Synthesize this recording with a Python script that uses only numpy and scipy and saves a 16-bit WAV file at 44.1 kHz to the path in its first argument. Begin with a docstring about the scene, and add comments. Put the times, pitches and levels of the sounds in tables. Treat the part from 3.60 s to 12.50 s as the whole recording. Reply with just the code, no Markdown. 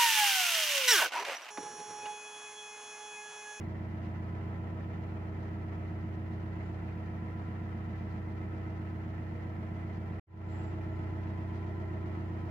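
"""A narrowboat cruises a quiet canal, heard from the stern, its four-cylinder diesel at about 915 rpm.
From the start the exhaust and steel hull drone, pistons slap and clatter under the deck boards and a loose
fitting buzzes once a crank turn, over a faint water hiss. From 2 to 3.3 s metal clinks three times on deck,
and a small bird chirps once. At 6.6 s everything drops out, then fades back in with the exhaust a little
louder and the clatter brighter; the bird trills and chirps again, and the engine chugs on."""
import sys
import numpy as np
from scipy import signal
from scipy.fft import rfft, irfft, next_fast_len
from scipy.io import wavfile

SR = 44100
rng = np.random.default_rng(int(sys.argv[2]) if len(sys.argv) > 2 else 0)


def output_pcm(signal):
    """Save a mono or channel-first signal as 16-bit PCM at the path in sys.argv[1].

    Samples are clipped to [-1, 1] before scaling.
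    """
    pcm = np.clip(np.atleast_2d(signal).T, -1, 1) * 32767
    wavfile.write(sys.argv[1], SR, np.round(pcm).astype(np.int16))


N = 392490
T = np.arange(N) / SR
HZ = np.fft.rfftfreq(next_fast_len(N), 1 / SR)
GAP_START_S, GAP_END_S = 6.598, 6.668
AFTER_GAP = T > GAP_END_S


# engine speed, hunting slightly on the governor: t/s, speed/rpm
CRANK_SPEED = [(0.0, 916.1), (0.5, 908.3), (0.9, 918.2), (2.05, 909.9), (2.6, 916.2), (3.35, 911.4),
               (3.95, 919.7), (4.5, 909.9), (5.05, 914.9), (5.6, 912.5), (6.15, 916.6), (8.1, 917.8),
               (8.6, 913.9)]
CYCLE_HZ = np.mean(CRANK_SPEED, axis=0)[1] / 120
def engine_cycle():
    """Count four-stroke cycles, two crank turns each; whole numbers fall on the heavy thump."""
    rpm = np.interp(T, *np.transpose(CRANK_SPEED))
    offset = np.interp(T, [GAP_START_S, GAP_END_S], [.407, .637])  # the beat skips ahead in the gap
    return np.cumsum(rpm / 120) / SR + offset


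# exhaust note, from the 2nd multiple of the firing rate up: level/dB
EXHAUST_HARMONICS = [-53.5, -40, -48, -56, -66.5, -61, -72, -74, -62]
def exhaust_lines(count, lift_db=1.33):
    """Four firings a cycle hum on every fourth order; one row before the gap, a louder one after."""
    lines = np.zeros(count)
    lines[:4 * len(EXHAUST_HARMONICS):4] = amp(EXHAUST_HARMONICS)
    return np.array([lines, lines * amp(lift_db)])


# hull resonances: f/Hz, width/Hz, level before the gap/dB, level after/dB
HULL_MODES = [(134.4, 7, -61, -58), (170.3, 11.2, -51.5, -51.5), (188.5, 9.2, -53.5, -53.5),
              (213.7, 9, -54.5, -56), (227.2, 6.7, -55.5, -58), (319.3, 6.2, -50.5, -48.5),
              (351, 7.6, -60, -54.5), (396, 4.5, -62, -59.5), (426.5, 5.3, -69.5, -73),
              (479.2, 6.6, -63.5, -64.5)]
def hull_lines(hz):
    """The steel hull picks tones out of the engine's shaking; rows for before and after the gap."""
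    return sum(amp(db)[:, None] * resonance(hz, centre, width) for centre, width, *db in HULL_MODES)


def drone(cycle, waver_db=-69, waver_hz=3):
    """One cylinder thumps hardest; the exhaust hums and the hull rings after that beat."""
    orders = np.arange(8, 65)  # multiples of the cycle rate
    hz = orders * CYCLE_HZ
    exhaust, hull = exhaust_lines(len(orders)), hull_lines(hz)
    before, after = np.hypot(exhaust, np.abs(hull)) * np.exp(1j * np.angle(exhaust + hull))
    waver = amp(waver_db) / np.hypot(np.abs(before), amp(waver_db))  # faint tones waver most
    # phase lags in turns: the deepest hum leads, higher tones reach the deck by unequal paths
    lead = .33 * (hz[0] / hz) ** 8
    paths = .16 * (hz / hz[-1]) * (orders > 16) * rng.standard_normal(len(orders))
    # bending waves travel at different speeds, drawing each thump out into a rounder throb
    dispersion = .011 * (orders - 24) ** 2 * (abs(orders - 24) < 8)
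    lag = paths - lead + dispersion
    width = amp(side_db(hz) + 3)
    mid, side = 0, 0
    for i, order in enumerate(orders):
        wander = np.sqrt(1 - waver[i] ** 2) + waver[i] * walk(waver_hz)
        tone = np.exp(2j * np.pi * (order * cycle - lag[i]))
        line = np.where(AFTER_GAP, after[i], before[i]) * wander * tone
        mid = mid + line.real
        side = side + line.imag * rng.choice([-1, 1]) * width[i]
    return np.sqrt(2) * stereo(mid, side)


def knocks(cycle, count=480, jitter_s=5e-5, uneven_db=5, drift=.92, memory=.71, lope_db=-.27):
    """Pistons, valves, injectors and gears knock at the same angles each cycle, never quite alike."""
    angles = (np.arange(count) + rng.uniform(0, 1, count)) / count
    due = np.arange(-1, int(cycle[-1]) + 1)[:, None] + angles
    timing, force, play = rng.standard_normal((3,) + due.shape)
    # the play in each joint changes over several cycles
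    play = signal.lfilter([np.sqrt(1 - memory ** 2)], [1, -memory], play, axis=0)
    lope = lope_db * np.cos(2 * np.pi * angles)  # one cylinder knocks harder than the rest
    sizes = (rng.choice([-1, 1], count) + drift * play) * amp(uneven_db * np.minimum(force, 2) + lope)
    times = np.interp(due, cycle, T, left=-1, right=-1) + jitter_s * timing
    at = np.round(times * SR).astype(int)
    heard = (at >= 0) & (at < N)
    return unit(np.bincount(at[heard], sizes[heard], N))


# tone of the clatter through the deck boards: f/Hz, level/dB per Hz
CLATTER_TONE = [(25, -91.5), (40, -90), (60, -80), (175, -73), (275, -80), (400, -80), (560, -86.5),
                (740, -86), (1150, -89), (1800, -93), (2600, -99), (3300, -107.5), (5000, -119.5),
                (8000, -129), (14000, -142)]
# brightening EQ on the clatter after the gap: f/Hz, gain/dB
CLATTER_LIFT = [(300, -0.5), (650, 0.5), (1000, 1), (1500, 0.5), (2200, -0.3), (4000, 1.5)]
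def clatter(cycle, ring_s=.082):
    """The knocks ring the casing and deck boards and arrive from all round."""
    blows = knocks(cycle)
    body_db = slope(CLATTER_TONE, HZ) + panel_db()
    mid = colour(scatter(blows, ring_s), body_db)
    side = colour(scatter(blows, ring_s), body_db + side_db(HZ))
    both = stereo(mid, side)
    return np.where(AFTER_GAP, filtered(both, amp(slope(CLATTER_LIFT, HZ))), both)


# panel peaks and the hollows between them: f/Hz, width/Hz, gain/dB
PANEL_MODES = [(213, 61, 7.5), (554, 16, 4), (596, 11, -7), (661, 91, 5.5), (880, 47, 2), (883, 15, -4.5),
               (981, 250, 2), (1210, 79, -6), (1273, 47, 7), (1375, 56, 3.5), (1402, 35, -4.5),
               (1500, 34, -3), (1743, 78, 3.5), (1845, 60, 5), (2032, 116, 8.5), (2165, 24, 3.5),
               (2270, 72, -3.5), (2360, 110, 3.5), (2740, 200, 2.5), (4110, 110, 5), (4840, 160, 5.5),
               (5900, 320, 6), (6820, 330, 4.5)]
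def panel_db():
    """Ringing panels act as an EQ on the clatter and the rattle."""
    return sum(db / (1 + (2 * (HZ - hz) / width) ** 2) for hz, width, db in PANEL_MODES)


# sustained casing modes: f/Hz, width/Hz, level before the gap/dB, level after/dB
CASING_MODES = [(628.6, 27, -64.5, -61.5), (711, 27, -72, -75), (795.6, 7.9, -70.5, -71.5),
                (872, 26, -69.5, -65.5), (996.5, 34, -68, -62.5), (1288, 28, -78.5, -84),
                (1339, 16, -71.5, -69.5), (1374, 56, -76, -74.5), (1880, 23, -77.5, -72),
                (2007, 40, -73, -77.5)]
def casing(cycle, waver=.36, waver_hz=2.8):
    """Every cycle strikes the casing again, so each mode rings on in the nearest engine orders."""
    near = np.arange(-4, 5)
    sidebands = np.exp(2j * np.pi * near[:, None] * cycle)
    out = 0
    for hz, width, before_db, after_db in CASING_MODES:
        order = round(hz / CYCLE_HZ)
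        shares = 1 / (1 + (2 * ((order + near) * CYCLE_HZ - hz) / width) ** 2)
        mid = shares / np.linalg.norm(shares) * np.exp(2j * np.pi * rng.random(len(near)))
        side = mid * 1j * rng.choice([-1, 1], len(near)) * amp(side_db(hz))
        carrier = np.exp(2j * np.pi * order * cycle) * (1 + waver * walk(waver_hz))
        ring = stereo(mid, side) @ sidebands * carrier
        out = out + np.where(AFTER_GAP, amp(after_db), amp(before_db)) * ring.real
    return np.sqrt(2) * out


# ring of the engine block: f/Hz, t60/s, level/dB
BLOCK_MODES = [(875, .025, -63), (920, 0.03, -64), (1000, 0.022, -61), (1875, .04, -63.5),
               (1980, 0.065, -60)]
def piston_slap(cycle, uneven_db=3.5, surge_db=2):
    """A piston slaps once a crank turn and rings the block; its force surges and eases."""
    at = np.flatnonzero(np.diff(np.floor(2 * cycle + .2)))
    force_db = uneven_db * np.minimum(rng.standard_normal(len(at)), 1) + surge_db * walk(3).real[at]
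    blows = np.zeros(N)
    blows[at] = amp(force_db)
    t = T[:SR // 4]
    ring = sum(amp(db) * decay(t, t60) * np.sin(2 * np.pi * (hz * t + rng.random((2, 1)) / 2))
               for hz, t60, db in BLOCK_MODES)
    attack = 1 - np.exp(-(t / .002) ** 2)  # each ring swells in over about two milliseconds
    return signal.fftconvolve(blows[None], attack * ring, axes=1)[:, :N]


# tone of the loose fitting: f/Hz, level/dB per Hz
RATTLE_TONE = [(800, -125), (2000, -111), (3000, -114), (4300, -116), (6000, -124), (8000, -134),
               (15000, -143)]
# accents of harder shaking, one shake an engine cycle: t/s, shakes, level/dB above the usual buzz
RATTLE_ACCENTS = [(.447, 1, 8), (1.83, 1, 7.5), (2.74, 1, 8), (3.01, 3, 6.5), (4.385, 2, 8.5),
                  (6.35, 1, 9.5), (6.914, 2, 9), (7.962, 1, 9)]
def rattle(cycle, shake_s=.023, ringing=.95):
    """A loose fitting buzzes briefly once a crank turn, now and then harder."""
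    turn = 2 * cycle + .45
    nearest = np.round(turn).astype(int)
    size = amp(2.2 * np.clip(rng.standard_normal(400), -2, 1))[nearest]
    envelope = unit(size * np.exp(-.5 * ((turn - nearest) / .2) ** 2))
    for start, shakes, db in RATTLE_ACCENTS:
        for k in range(round(shakes)):
            shake = amp(db) * np.exp(-.5 * ((T - start - k / CYCLE_HZ) / shake_s) ** 2)
            envelope = np.maximum(envelope, shake)
    return colour(envelope * rng.standard_normal((2, N)), slope(RATTLE_TONE, HZ) + ringing * panel_db())


# clink cues: t/s, f/Hz, level/dB
CLINK_CUES = [(2.13, 2020, -68), (3.0, 2030, -53.5), (3.283, 2450, -59.5)]
def clinks(width_hz=480, t60_s=.17):
    """Something metal clinks on deck, ringing a tight cluster of modes that dies away quickly."""
    noise, out = rng.standard_normal((2, N)), 0
    for start, hz, db in CLINK_CUES:
        envelope = amp(db) * (T > start) * decay(np.abs(T - start), t60_s)
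        out = out + envelope * unit(filtered(noise, resonance(HZ, hz, width_hz)))
    return out


# bird cues: t/s, notes, note length/s, top f/Hz, pitch dip/Hz, level/dB
BIRD_CUES = [(3.018, 1, .085, 7330, 400, -83), (6.866, 6, .041, 7720, 600, -75.5),
             (7.305, 1, .115, 7020, 60, -83)]
def bird(echo_db=-1, trees_t60_s=.36, throb=.25, buzz=.25):
    """Thin, buzzy calls from the bank swing down and up in pitch; the trees echo them."""
    song = np.zeros(N)
    for start, notes, note_s, top_hz, dip_hz, db in BIRD_CUES:
        progress = np.clip((T - start) / (round(notes) * note_s), 0, 1)
        swing = 2 * np.pi * progress * round(notes)
        hz = top_hz - dip_hz * (1 - np.cos(swing)) / 2 + buzz * dip_hz * walk(260, count=2400).real
        swell = np.sqrt(np.abs(np.sin(np.pi * progress)))
        tremolo = 1 + throb * np.sin(swing)  # louder on the way down
        song += amp(db) * swell * tremolo * np.sin(2 * np.pi * np.cumsum(hz) / SR)
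    trees = rng.standard_normal((2, SR)) * decay(T[:SR], trees_t60_s)
    echo = signal.fftconvolve(song[None], trees / np.linalg.norm(trees[0]), axes=1)[:, :N]
    return song + amp(echo_db) * echo


# tone of the hiss bed: f/Hz, level/dB per Hz
HISS_TONE = [(300, -100), (1500, -105), (4000, -123), (8000, -124.5), (12000, -125), (15000, -120.5)]
def water_hiss():
    """A faint, steady bed of water and hiss, wide across both channels."""
    return colour(rng.standard_normal((2, N)), slope(HISS_TONE, HZ))


# stereo image of the engine: f/Hz, side minus mid level/dB
ENGINE_WIDTH = [(60, -22), (200, -21.5), (380, -10.5), (700, -3.5), (1290, 1.5), (2000, -2), (4400, 2),
                (15000, 4)]
def side_db(hz):
    """The engine's bass sits in the centre and its treble spreads wide."""
    return slope(ENGINE_WIDTH, hz)


def scatter(x, t60):
    """Many short paths smear a sound in time and leave a shallow comb in the treble."""
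    tail = rng.standard_normal(N) * decay(np.minimum(T, 10 * t60), t60)
    paths = rfft(tail / np.linalg.norm(tail), next_fast_len(N))
    comb_depth = .55 * np.minimum(HZ / 3500, 1)
    return filtered(x, np.exp(1j * np.angle(paths)) * np.abs(paths) ** comb_depth)


def resonance(hz, centre_hz, width_hz):
    """A steep resonance that leads below its centre and lags above it."""
    detune = 2 * (hz - centre_hz) / width_hz
    return (1 - 1j * detune) / (1 + detune ** 2) ** 1.5


def walk(rate_hz, count=200):
    """Drift in level and phase, gliding between random points; rms near 1."""
    points = rng.standard_normal(count) + 1j * rng.standard_normal(count)
    return np.sqrt(3) / 2 * np.interp(T * rate_hz + rng.uniform(), np.arange(count), points)


def decay(t, t60):
    """Fall by 60 dB every t60."""
    return np.exp(-np.log(1000) * t / t60)


def amp(db):
    """Decibels to gain."""
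    return 10 ** (np.asarray(db) / 20)


def unit(x):
    """Scale to rms 1."""
    return x / np.sqrt(np.mean(x ** 2))


def slope(points, hz):
    """Read an EQ curve of (f/Hz, level/dB) points on a log-frequency axis."""
    f, db = np.transpose(points)
    return np.interp(np.log(hz + 1), np.log(f), db)


def filtered(x, response):
    """Apply a response given on the HZ grid."""
    size = next_fast_len(N)
    return irfft(rfft(x, size) * response, size)[..., :N]


def colour(x, db):
    """Give a white signal of rms 1 a spectrum in dB per Hz."""
    return filtered(x, amp(db) * np.sqrt(SR / 2))


def stereo(mid, side):
    """Left and right from mid and side."""
    return np.array([mid + side, mid - side])


def scene(pan_db=1.1):
    """One four-stroke cycle drives every engine layer; the mix leans a little to the right."""
    cycle = engine_cycle()
    engine = drone(cycle) + casing(cycle) + clatter(cycle) + piston_slap(cycle) + rattle(cycle)
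    balance = amp(np.array([[-pan_db], [pan_db]]) / 2)
    return (engine + clinks() + water_hiss() + bird()) * balance


def record(dry, fade_out_s=.002, fade_in_s=.265, top_hz=15750):
    """The mix drops to a short gap of silence and fades back in; a steep low-pass trims the top."""
    fade_out = np.clip((GAP_START_S - T) / fade_out_s, 0, 1)
    fade_in = np.clip((T - GAP_END_S) / fade_in_s, 0, 1)
    lowpass = signal.ellip(10, .2, 80, top_hz, fs=SR, output="sos")
    return signal.sosfilt(lowpass, dry * (fade_out + fade_in))


dry = scene()
out = record(dry)
output_pcm(out)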